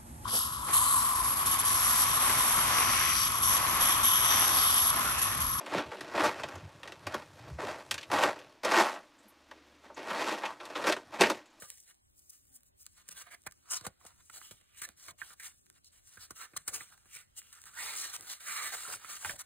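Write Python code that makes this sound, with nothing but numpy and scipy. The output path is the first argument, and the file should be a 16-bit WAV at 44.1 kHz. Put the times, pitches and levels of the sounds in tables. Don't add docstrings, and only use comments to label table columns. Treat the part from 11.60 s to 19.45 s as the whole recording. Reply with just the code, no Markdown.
import sys
import numpy as np
from scipy import signal
from scipy.fft import rfft, irfft, next_fast_len
from scipy.io import wavfile
from scipy.ndimage import uniform_filter1d

SR = 44100
rng = np.random.default_rng(int(sys.argv[2]) if len(sys.argv) > 2 else 0)


def generate_wav(signal):
    frames = np.transpose(np.atleast_2d(signal))
    scaled = np.clip(frames, -1, 1) * 32767
    pcm = np.round(scaled).astype(np.int16)
    wavfile.write(sys.argv[1], SR, pcm)


def to_linear_factor(level_db):
    exponent = np.asarray(level_db, float) / 20
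    return 10 ** exponent


N = 346185

# frequency in Hz, level in dB
HISS_COLOUR = [(3500, -52), (5000, -3), (6500, -0.5), (8500, 0), (10500, -3), (12500, -6), (15500, -12),
               (17000, -22.5)]
WAFT_SWELL_S, WAFT_FADE_S = 0.11, 0.18


def evened(x):
    return x / np.sqrt(np.mean(x ** 2) + 1e-20)


def read(points, hz):
    f, value = np.transpose(points)
    return np.interp(np.log(hz + 1), np.log(f + 1), value)


def coloured(x, colour):
    log_gain = np.log(to_linear_factor(read(colour, abs(np.fft.fftfreq(4096, 1 / SR)))))
    spectrum = np.exp(np.conj(signal.hilbert(log_gain)))
    taps = np.fft.ifft(spectrum).real[:2048]
    return signal.oaconvolve(x, taps[None] / np.linalg.norm(taps), axes=1)[:, :N]


def wander(ms):
    size = max(int(ms * SR / 1000), 2)
    once = uniform_filter1d(rng.standard_normal(N), size)
    return evened(uniform_filter1d(once, size))


def bending(x, size, wide, long, patchy_db):
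    z = signal.stft(x, nperseg=size)[2]
    patches = uniform_filter1d(rng.standard_normal(z.shape[1:]), wide, 0)
    patches = uniform_filter1d(patches, long, 1)
    gain = to_linear_factor(patchy_db * evened(patches))
    return signal.istft(z * evened(gain), nperseg=size)[1][:, :N]


def stroke(s, hold_s, swell_s, fade_s):
    near = slice(max(round((s - swell_s) * SR), 0), round((s + hold_s + fade_s) * SR))
    u = np.arange(*near.indices(N)) / SR - s
    slope = np.minimum(u / swell_s, (hold_s - u) / fade_s)
    return near, to_linear_factor(60 * np.minimum(slope, 0))


def fibres(flutter_db=0.8, clump_db=1.0, tick_per_s=380, tick_db=4.1):
    ticks = to_linear_factor(tick_db * np.minimum(rng.exponential(1, N), 4))
    ticks = ticks * (rng.random(N) < tick_per_s / SR)
    grain = 1 + 3.5 * signal.filtfilt([0.12], [1, -0.88], ticks)
    grip = to_linear_factor(flutter_db * wander(20) + clump_db * wander(3))
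    sheet = bending(rng.standard_normal((2, N)), size=2048, wide=4, long=7, patchy_db=2.5)
    return evened(sheet * grain * grip)


def rubbing(rasp_db=-4, rasp_share=0.64, flap_db=-17):
    # time in seconds, pressure in dB, sheet bend in dB
    hands = [(0, -57, -10), (0.228, -65.5, -18), (.42, -82, -29), (.67, -72, -30), (.97, -73, -8),
             (1.157, -95, -15), (1.3, -84, -23), (2.02, -74, -7), (2.37, -86, -24), (2.66, -68, -13),
             (3.05, -82, -6), (3.56, -82, -3.5), (3.98, -71.5, -17), (4.22, -81, -19), (4.6, -72, 2),
             (5.44, -76, -19), (5.7, -80.5, -3), (7.85, -73.5, 4)]
    # start in seconds, pressure in dB, sheet bend in dB, contact in seconds
    nips = [(.037, -60.5, 5, 0.012), (.175, -60, -7, 0.0085), (1.667, -79.5, 23, 0.024),
            (1.713, -59, 10.5, 0.035), (2.111, -36.5, -8, 0.032), (2.25, -51.5, 5, 0.0071),
            (3.233, -45.5, -2, 0.02), (4.796, -56.5, 3.5, 0.058), (6.366, -42.5, -24, 0.054),
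            (6.537, -42, -0.5, 0.025), (6.805, -54, 1, 0.069), (7.122, -47, 6.5, 0.027),
            (7.319, -46.5, -8, 0.039), (7.759, -53.5, -2, .006), (1.512, -49.5, -7.5, 0.016),
            (3.374, -63, -4.5, 0.14), (3.484, -58, 2, .03), (3.588, -60, -0.5, .15),
            (4.254, -65.5, -18, 0.03), (7.793, -47, -3, 0.023)]
    flicks = [
        (2.404, -69.5, 1, 0.084),
        (4.325, -69, -3, 0.069),
        (4.759, -55.5, -6, 0.075),
        (5.14, -41, -5.5, 0.019),
        (5.323, -67.5, 2, 0.022),
        (5.776, -46.5, -12.5, 0.014),
        (6.064, -59, 1, 0.028),
        (6.977, -51, 8, 0.022),
        (7.246, -76, 15, 0.0041),
    ]
    drags = [(.73, -68, -6, 0.011), (.592, -64, -22, 0.005), (.959, -56.5, -25, 0.0078),
             (1.576, -50.5, -1.5, 0.046), (4.162, -72, 2.5, 0.021), (1.213, -59.5, -18.5, 0.017),
             (5.546, -51.5, -10, 0.0079), (3.43, -60, -4, .05), (6.88, -46, -5, 0.041),
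             (6.925, -43.5, -3, 0.05), (7.332, -43.5, 1.5, 0.0035), (7.499, -49, 0.5, 0.074)]
    brushes = [(.285, -62, -2, 0.028), (2.49, -75, 10, 0.034), (1.062, -72.5, -17, 0.025),
               (1.379, -67, 3, 0.04), (2.167, -38, -7, 0.0048), (2.602, -71.5, 4.5, 0.01),
               (2.751, -51.5, -4.5, 0.03), (3.184, -54.5, -7.5, 0.017), (3.834, -51, -3.5, 0.037),
               (4.521, -64, -3.5, 0.038), (4.622, -53.5, -5, 0.031), (5.952, -67.5, 2.5, 0.038),
               (6.692, -48, -2.5, 0.04), (7.03, -45.5, -1, 0.048)]
    slides = [(0, -63, -1.5, 0.12), (.753, -66, -12, 0.0035), (1.213, -72, -14, 0.19),
              (1.754, -82, 10, 0.0081), (3.851, -57.5, -5, 0.032), (4.476, -62, -12, 0.012),
              (4.815, -60.5, 6, 0.026), (4.981, -67, 2, 0.012), (5.783, -65.5, -3.5, 0.32),
              (6.273, -59, 15, 0.056), (6.88, -48.5, 4.5, 0.22), (7.13, -47.5, -1.5, 0.2)]
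    settles = [
        (1.493, -70, 5, 0.16),
        (2.129, -55.5, 5, 0.0023),
        (2.46, -68.5, 1.5, 0.012),
        (2.798, -58.5, -6, 0.072),
        (5.154, -50.5, -0.5, 0.016),
        (6.2, -45.5, 1, 0.25),
    ]
    peels = [
        (2.78, -73, -9, 0.0067),
        (3.229, -67, 3.5, 0.069),
        (5.59, -60, -2, 0.014),
        (6.731, -48.5, 0.5, 0.0017),
        (7.49, -56, 5, 0.0083),
        (7.71, -45, -3, 0.00095),
    ]
    # start in seconds, level in dB, length in seconds
    edges = [
        (4.247, -75.5, 0.028),
        (5.54, -62.5, 0.045),
    ]
    # start in seconds, level in dB, length in seconds
    wafts = [(0, -67.5, 0.062), (1.86, -72, 0.017), (2.248, -56, 0.015), (2.405, -72.5, 0.042),
             (3.242, -68, 0.039), (3.483, -60, 0.0067), (4.815, -79, .02), (4.934, -67, 0.0087),
             (5.096, -60.5, 0.064), (6.6, -58.5, 0.057), (7.289, -55, 0.042), (7.676, -55, 0.071)]

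    def parts(press_db, bend_db):
        rasp = rasp_share * bend_db + rasp_db
        return to_linear_factor(press_db + np.array([0 * bend_db, bend_db, rasp, bend_db + flap_db]))

    s, press_db, bend_db = np.transpose(hands)
    t = np.arange(N) / SR
    power = parts(np.interp(t, s, press_db), np.interp(t, s, bend_db)) ** 2
    kinds = [(nips, 0.041, 0.028), (flicks, 0.051, 0.068), (drags, 0.14, 0.037), (brushes, 0.14, 0.053),
             (slides, 0.15, 0.2), (settles, 0.22, 0.46), (peels, 0.69, 0.17)]
    for rows, swell_s, fade_s in kinds:
        for s, press_db, bend_db, hold_s in rows:
            near, shape = stroke(s, hold_s, swell_s, fade_s)
            power[:, near] += np.outer(parts(press_db, bend_db), shape) ** 2
    for part, rows in zip(power[-2:], (edges, wafts)):
        for s, level_db, hold_s in rows:
            near, shape = stroke(s, hold_s, WAFT_SWELL_S, WAFT_FADE_S)
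            part[near] += (to_linear_factor(level_db) * shape) ** 2
    return np.sqrt(power)


def room_tone():
    # frequency in Hz, level in dB
    mid_colour = [(20, -15), (40, -4), (75, 3), (160, -10.5), (330, -17), (450, -27.5), (900, -31),
                  (2000, -28), (4500, -24.5), (6000, -52)]
    side_colour = [(15, -33.5), (25, 4.5), (53, -1.5), (141, -2), (293, -10), (374, -3), (477, -11),
                   (582, -4.5), (868, -10), (1650, -13.5), (5000, -20), (6500, -26), (11000, -120)]
    mid = to_linear_factor(-76.5) * coloured(rng.standard_normal((1, N)), mid_colour)[0]
    side = to_linear_factor(-75) * coloured(rng.standard_normal((1, N)), side_colour)[0]
    return bending(np.array([mid + side, mid - side]), size=1024, wide=6, long=12, patchy_db=2.0)


def pockets(x, drain=0.1, ease_s=0.013):
    # start in seconds, length in seconds, pitch in Hz, lift in dB
    still = [(0, 0.059, 700, 7), (1.2, 0.081, 4650, 3), (1.477, 0.049, 4530, -3), (1.662, 0.044, 600, 8),
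             (1.857, 0.027, 694, 11), (2.028, 0.22, 1010, 8), (2.139, 0.082, 4640, 9.5),
             (2.24, 0.071, 596, 8), (2.396, 0.057, 860, 9.5), (2.453, 0.15, 840, 10),
             (2.69, 0.03, 1440, -10), (2.725, 0.087, 595, 11), (2.83, 0.29, 3000, 7),
             (2.915, 0.046, 596, 21), (3.132, 0.072, 2530, 9), (3.216, 0.059, 1900, 4),
             (3.395, 0.11, 4560, 4), (3.472, 0.043, 1060, 3.5), (3.79, 0.13, 2170, 7.5),
             (4.244, 0.06, 4480, 11), (4.573, 0.053, 1390, 6), (4.6, 0.07, 4370, 8.0), (4.7, 0.03, 1050, 4),
             (4.762, 0.1, 1420, 7), (5.068, 0.025, 870, 11), (5.31, 0.16, 700, 14.5),
             (5.49, 0.048, 2450, 2.5), (5.54, 0.14, 2170, 5), (5.93, 0.065, 1360, 5),
             (6.157, 0.13, 880, 6.5), (6.388, 0.12, 4700, 5.5), (6.602, 0.061, 590, -6),
             (6.676, 0.083, 4500, 5), (7.125, 0.048, 590, 16), (7.269, 0.066, 1030, 8),
             (7.631, 0.036, 760, 14.5), (7.701, 0.027, 696, 10), (.5, .75, 14000, 6), (2.08, .2, 14000, -4),
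             (4.96, .14, 8600, 4)]
    # start in seconds, length in seconds, first pitch in Hz, last pitch in Hz, lift in dB
    glides = [(0.093, 0.19, 1350, 1140, -17), (6.2, 0.11, 1430, 1540, -12), (3.6, 0.051, 2900, 3100, 6),
              (.27, 0.046, 2000, 1750, 6), (1.7, .05, 3700, 4000, -6.5), (2.07, 0.29, 2200, 1600, -3.5),
              (2.066, 0.102, 3450, 4130, -10), (3.7, 0.13, 1260, 1900, 7), (5.118, 0.052, 3200, 3900, -11),
              (5.305, 0.079, 2200, 2000, -11), (5.486, 0.2, 2560, 1970, 8.5), (5.5, 0.34, 1070, 2160, 2.5),
              (5.7, 0.21, 3200, 2870, 7.5), (6.363, 0.11, 1530, 1400, -7), (6.1, 0.12, 1070, 2130, 9.5),
              (6.82, 0.31, 3900, 2600, -3), (6.862, 0.18, 1330, 1150, 6), (6.87, 0.21, 2300, 2100, 6.5),
              (7.64, 0.09, 3000, 3100, 6), (7.636, 0.089, 1080, 1050, -5.5)]
    wedges = [(s, length_s, f, f, db, 0.31) for s, length_s, f, db in still]
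    wedges += [(*row, 0.17) for row in glides]
    hz, t, z = signal.stft(x, SR, nperseg=256)
    field_db = np.zeros(z.shape[1:])
    for s, length_s, from_hz, to_hz, lift_db, width in wedges:
        near = (t > s - ease_s) & (t < s + length_s + ease_s)
        u = t[near] - s
        pitch_hz = from_hz + (to_hz - from_hz) * u / length_s
        octaves = np.log2((hz[:, None] + 1) / pitch_hz) / width
        bump = np.exp(-octaves ** 2 / 2) - drain * np.exp(-(octaves / 4) ** 2 / 2)
        opening = np.clip(np.minimum(u, length_s - u) / ease_s + 1, 0, 1)
        field_db[:, near] += lift_db * bump * opening
    return signal.istft(z * to_linear_factor(field_db), SR, nperseg=256)[1][:, :N]


def snaps(push_ms=3.13, slap_ms=4.7, lead_db=-20, lead_s=0.0084):
    # start in seconds, crack in dB, body re crack in dB, thump re crack in dB
    clicks = [(.102, -40.5, -7, -51), (1.265, -44, -9.5, -30), (1.819, -61, -38, -24),
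              (1.911, -56, -6, -27), (3.289, -48, 1, -11), (4.1, -54.5, -3.5, -21), (6.609, -44, -13, -19),
              (1.488, -42.5, -7.5, -23), (1.033, -63, -11, -22), (4.065, -63, -0.5, -27),
              (5.817, -61, 5, -29), (6.039, -52, 0, -21)]
    ticks = [(1.921, -55, -3, -28), (2.698, -56, 9, -14.5), (2.814, -64.5, 15.5, -7), (3.011, -69, 3.5, -6),
             (3.616, -60.5, 21, -0.5), (.201, -54.5, -28, -39), (2.21, -52.5, 0, -4),
             (4.245, -60, -14, -37), (5.323, -72, 20, -14), (5.376, -66, 8, -17), (5.456, -76, 15, 10)]
    cracks = [
        (2.265, -38.5, 2.5, -3.5),
        (2.449, -60.5, 6, 2),
        (3.704, -61, 10, -8),
        (4.571, -62.5, 13.5, 0.5),
        (4.706, -45, -1.5, -7),
        (5.207, -57.5, 19.5, -3),
        (7.658, -43, -3, -24),
        (7.277, -55, 12, -6),
    ]
    pops = [
        (2.464, -52, -3, -29),
        (2.91, -50, -1.5, -6),
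        (3.798, -49, -1.5, -23),
        (7.446, -54.5, 9.5, -11),
        (7.647, -44.5, 13, -3),
        (7.704, -68, 9, -12),
    ]
    slaps = [
        (.02, -50.5, 3.5, -0.5),
        (3.216, -40, -2, -21),
        (3.481, -52, 9.5, -10),
        (4.933, -72.5, 21.5, 10),
        (5.077, -35.5, 0, -15.5),
        (5.926, -52, -1.5, -33),
        (7.692, -49.5, 18.5, -4),
    ]
    claps = [
        (.694, -54, -34, -42),
        (1.863, -47, 8, -2),
        (4.964, -40, -3.5, -11),
        (5.558, -50, -6, -14),
    ]
    # start in seconds, crack in dB
    flecks = [(.236, -62), (.344, -67), (.351, -68), (.5, -73), (.62, -70), (.853, -67), (1.007, -66),
              (1.244, -65), (1.257, -59), (1.48, -57), (1.483, -58), (1.491, -45), (1.493, -58),
              (1.83, -69), (1.837, -62), (4.06, -65), (4.127, -70), (4.473, -59), (4.537, -60),
              (5.081, -38), (5.551, -48), (5.589, -52), (5.952, -58), (6.375, -40), (5.828, -60),
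              (6.017, -51), (6.056, -51), (6.141, -57)]
    flecks = [(*row, -12, -40) for row in flecks]  # body, thump in dB
    kinds = [(clicks, (0.0004, 0.007, 17.5)), (ticks, (0.0025, 0.014, 16)), (cracks, (0.0016, 0.04, 7.2)),
             (pops, (0.00042, 0.08, 14.8)), (slaps, (0.0018, 0.069, 1.2)), (claps, (0.0125, 0.0079, 2)),
             (flecks, (0.0004, 0.007, 17.5))]
    buckles = [(*row, *kind) for rows, kind in kinds for row in rows]
    early = SR // 40
    t = np.arange(SR // 8) / SR
    strain = to_linear_factor(lead_db) * np.exp(-np.arange(early, 0, -1) / SR / lead_s)
    noise = rng.standard_normal((len(buckles), 2, len(t)))
    out = np.zeros((4, 2, N + SR))
    for (s, crack_db, body_db, thump_db, hold_s, t60_s, click_db), burst in zip(buckles, noise):
        at = max(round(s * SR), 0)
        hold_s = max(hold_s, 0.0003)
        rise = 1 - np.exp(-t / (0.0004 + 0.2 * min(hold_s, 0.003)))
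        shape = rise * to_linear_factor(-60 * np.maximum(t - hold_s, 0) / max(t60_s, 0.005)) * burst
        shape[:, 8] += to_linear_factor(click_db)
        push = 0.2 * np.exp(-(t * 1000 / push_ms - 1.5) ** 2)
        push = push + 1.76 * np.exp(-t * 1000 / slap_ms) * burst
        levels = to_linear_factor(crack_db + np.array([0, body_db, 0.36 * body_db - 7.0, thump_db]))[:, None, None]
        out[:, :, at:at + len(t)] += levels * np.array([shape, shape, shape, push])
        before = out[:3, :, max(at - early, 0):at]
        before += levels[:3] * (strain * burst[:, -early:])[:, early - before.shape[-1]:]
    return out[..., :N]


def rings(rise_s=0.00047):
    # start in seconds, pitch in Hz, level in dB, t60 in seconds
    patches = [(.037, 890, -51.5, 0.023), (2.411, 1090, -59, 0.027), (2.814, 1180, -48.5, 0.018),
               (1.864, 765, -38.5, 0.016), (2.25, 1120, -42.5, 0.025), (2.265, 775, -24, 0.007),
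               (2.449, 700, -49, 0.014), (2.697, 1360, -47, 0.022), (3.25, 1755, -42, 0.026),
               (3.616, 1730, -27.5, 0.0091), (3.621, 1565, -40, 0.023), (4.571, 1530, -47.5, 0.016),
               (4.705, 1160, -48, 0.016), (4.963, 1120, -38, 0.019), (4.963, 4120, -46.5, 0.074),
               (5.206, 1870, -41, 0.015), (6.038, 1490, -50, 0.0063), (6.056, 1470, -56, 0.0097),
               (6.064, 1300, -48, 0.0094), (7.177, 1370, -47, 0.018), (7.25, 1370, -41.5, .025),
               (7.275, 1270, -41, 0.0098), (7.299, 1360, -40, 0.023), (7.324, 1410, -43, 0.0089),
               (7.339, 1360, -36, 0.013), (7.445, 1290, -37.5, 0.012), (7.647, 1390, -37, 0.016),
               (7.695, 1750, -35.5, 0.023)]
    out = np.zeros(N + SR)
    t = np.arange(SR // 10) / SR
    rise = 1 - np.exp(-(t / rise_s) ** 2)
    for s, ring_hz, level_db, t60_s in patches:
        at = round(s * SR)
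        decay = to_linear_factor(level_db - 60 * t / max(t60_s, 0.005))
        out[at:at + len(t)] += rise * decay * np.sin(2 * np.pi * ring_hz * t)
    return out[:N]


def creak(start_s=0.875, end_s=1.015, from_hz=280, to_hz=240, level_db=-76):
    u = np.clip((np.arange(N) / SR - start_s) / (end_s - start_s), 0, 1)
    pitch_hz = (from_hz + (to_hz - from_hz) * u) * (1 + 0.06 * wander(5))
    turn = 2 * np.pi * np.cumsum(pitch_hz) / SR
    tone = np.sin(turn) + 0.4 * np.sin(3 * turn)
    return to_linear_factor(level_db) * np.sin(np.pi * u) * tone * np.array([[1.7], [0.1]])


def buffets():
    # start in seconds, level in dB, length in seconds
    gusts = [(1.51, -71, 0.036), (2.277, -75, 0.022), (2.915, -71.5, 0.02), (3.497, -70, 0.021),
             (3.886, -86, 0.083), (4.714, -78, .02), (4.98, -73, .03), (4.567, -73, 0.018),
             (5.115, -68, .1), (5.267, -79, 0.081), (6.057, -76, .02), (6.587, -75, .04),
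             (7.313, -66, 0.027), (7.651, -61.5, 0.076)]
    # frequency in Hz, level in dB
    gust_colour = [(25, -42), (70, 6), (130, -0.5), (260, -9.5), (500, -52)]
    level = np.zeros(N)
    for s, gust_db, hold_s in gusts:
        near, shape = stroke(s, hold_s, WAFT_SWELL_S, WAFT_FADE_S)
        level[near] += to_linear_factor(gust_db) * shape
    return coloured(level * rng.standard_normal((2, N)), gust_colour)


def pages():
    # frequency in Hz, level in dB
    rasp_colour = [(2000, -29.5), (2800, 1.5), (3200, -3), (4000, 1.5), (5000, -7), (6000, -14.5)]
    sheet_colour = [(500, -32), (850, 1.5), (1200, 5.5), (1600, 6), (2100, 4.5), (2500, 3.5), (3300, -50.5)]
    flap_colour = [(60, -10.5), (130, -14), (250, -4.5), (450, 3.5), (750, 5), (1100, -42)]
    thump_colour = [(25, -39), (55, -0.5), (85, 7), (130, 9.5), (250, 8.5), (600, 8.5), (1100, -14.5)]
    noise = fibres()
    hiss, body, rasp, flap = rubbing()
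    crack, knock, scratch, thump = snaps()
    out = coloured(noise * hiss + crack, HISS_COLOUR) * to_linear_factor(3.5)
    out += coloured(noise * body + knock, sheet_colour) * to_linear_factor(-7.5)
    out += coloured(noise[::-1] * rasp + scratch, rasp_colour) * to_linear_factor(-1.5)
    out += coloured(noise * flap, flap_colour) * to_linear_factor(-3.5)
    out = bending(out, size=256, wide=4, long=14, patchy_db=1.1)
    return pockets(out) + rings() + coloured(thump, thump_colour) * to_linear_factor(-0.5) + buffets()


def room(x):
    # frequency in Hz, t60 in seconds
    room_t60 = [(200, 0.096), (1500, 0.083), (8000, 0.026)]
    taps = np.zeros(SR // 2)
    at = np.arange(200, SR // 2 - 20, 20)
    taps[at + rng.integers(0, 20, len(at))] = rng.choice([-1., 1.], len(at))
    hz, t, z = signal.stft(taps, SR, nperseg=256)
    decay = to_linear_factor(-60 * t / read(room_t60, hz)[:, None])
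    tail = signal.istft(z * decay, SR, nperseg=256)[1]
    return signal.oaconvolve(x, tail[None] / np.linalg.norm(tail), axes=1)[:, :N]


def ports(x, sway=0.22, sway_hz=4500, sway_width_hz=1500):
    # frequency in Hz, lag in radians
    port_lag = [(0, 0.05), (450, 0), (950, -1.35), (1600, 0.4), (2200, 1), (2600, 0.9), (3100, 1),
                (3400, 1.13), (3800, 1.4), (4400, 1.44), (5300, 3.03), (8500, 6.28), (14800, 12.34),
                (22050, 18.3)]
    # frequency in Hz, level difference in dB
    port_balance = [(60, -4), (500, 1), (800, 2.5), (1150, -7), (1900, -7), (2700, -4), (4200, -3),
                    (5200, 4.5), (16000, -1.5)]
    # frequency in Hz, shared part from 0 to 1
    port_same = [(60, .8), (2000, .86), (2400, .65), (2800, .75), (3200, .5), (4000, .8), (4500, .88),
                 (5200, .997), (7500, .985), (11600, .99), (16000, .96)]
    hz, t, (shared, own) = signal.stft(x, SR, nperseg=512)
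    same = np.clip(read(port_same, hz), 0, 1)[:, None]
    drift = np.interp(t * SR, np.arange(N), wander(70))
    lag = np.interp(hz, *np.transpose(port_lag))[:, None]
    lag = lag + sway * np.outer(np.exp(-((hz - sway_hz) / sway_width_hz) ** 2), drift)
    lag = lag * (1 + 0.007 * drift[::-1])
    right = (same * shared + np.sqrt(1 - same ** 2) * own) * np.exp(-1j * lag)
    right *= to_linear_factor(-read(port_balance, hz))[:, None]
    return signal.istft(np.array([shared, right]), SR, nperseg=512)[1][:, :N]


def scene():
    paper = pages()
    air = to_linear_factor(-116.5) * coloured(rng.standard_normal((2, N)), HISS_COLOUR)
    return ports(paper + to_linear_factor(-19) * room(paper) + air) + room_tone() + creak()


def late_bass(x, lag_turns=0.97, level_off_hz=39.4):
    size = next_fast_len(N + SR // 4)
    hz = np.fft.rfftfreq(size, 1 / SR)
    turns = lag_turns * np.log(1 + hz / level_off_hz)
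    return irfft(rfft(x, size) * np.exp(-2j * np.pi * turns), size)[:, :N]


def joint_stereo(x, lead=230, jitter_db=2.8, attack_db=9):
    # frequency in Hz, margin in dB
    masked = [(1500, 20), (3000, 10), (5450, 7.5), (8500, 12.5), (11600, 10), (14000, 8), (15500, 1),
              (17000, -5)]
    # frequency in Hz, level in dB
    faint_floor = [(1200, -125), (2400, -102), (4800, -97), (6000, -125)]
    pair = np.pad([x[0] + x[1], x[0] - x[1]], ((0, 0), (lead, 0))) / 2
    window = np.sin(np.pi * (np.arange(2048) + 0.5) / 2048)
    hz, t, z = signal.stft(pair, SR, window, 2048, 1024)
    band = np.arange(len(hz)) // 16
    band_hz = hz[::16] + 170
    power = np.add.reduceat(abs(z) ** 2, np.arange(0, len(hz), 16), axis=1)
    power_db = 10 * np.log10(power + 1e-20)
    jitter = evened(uniform_filter1d(rng.standard_normal(len(t)), 3))
    jitter = jitter + 0.55 * rng.standard_normal(power_db.shape[1:])
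    margin_db = read(masked, band_hz)[:, None] + jitter_db * jitter
    total_db = 10 * np.log10((abs(z[:, 200:]) ** 2).sum((0, 1)) + 1e-20)
    steady = np.diff(total_db, prepend=0) < attack_db
    floor_db = read(faint_floor, band_hz)[:, None] + jitter_db * rng.standard_normal(power_db.shape)
    weaker = power_db < power_db[::-1] - margin_db
    dropped = (weaker | (power_db < floor_db)) & steady
    kept = z * ~dropped[:, band]
    mid, side = signal.istft(kept, SR, window, 2048, 1024)[1][:, lead:lead + N]
    return np.array([mid + side, mid - side])


def low_pass(x):
    return signal.sosfilt(signal.butter(12, 16820, fs=SR, output="sos"), x)


def record(dry):
    edge = signal.firwin(255, 15800, window=("kaiser", 3), fs=SR)
    limited = signal.oaconvolve(late_bass(dry), edge[None], "same", axes=1)
    return low_pass(joint_stereo(limited))


dry = scene()
out = record(dry)
generate_wav(out)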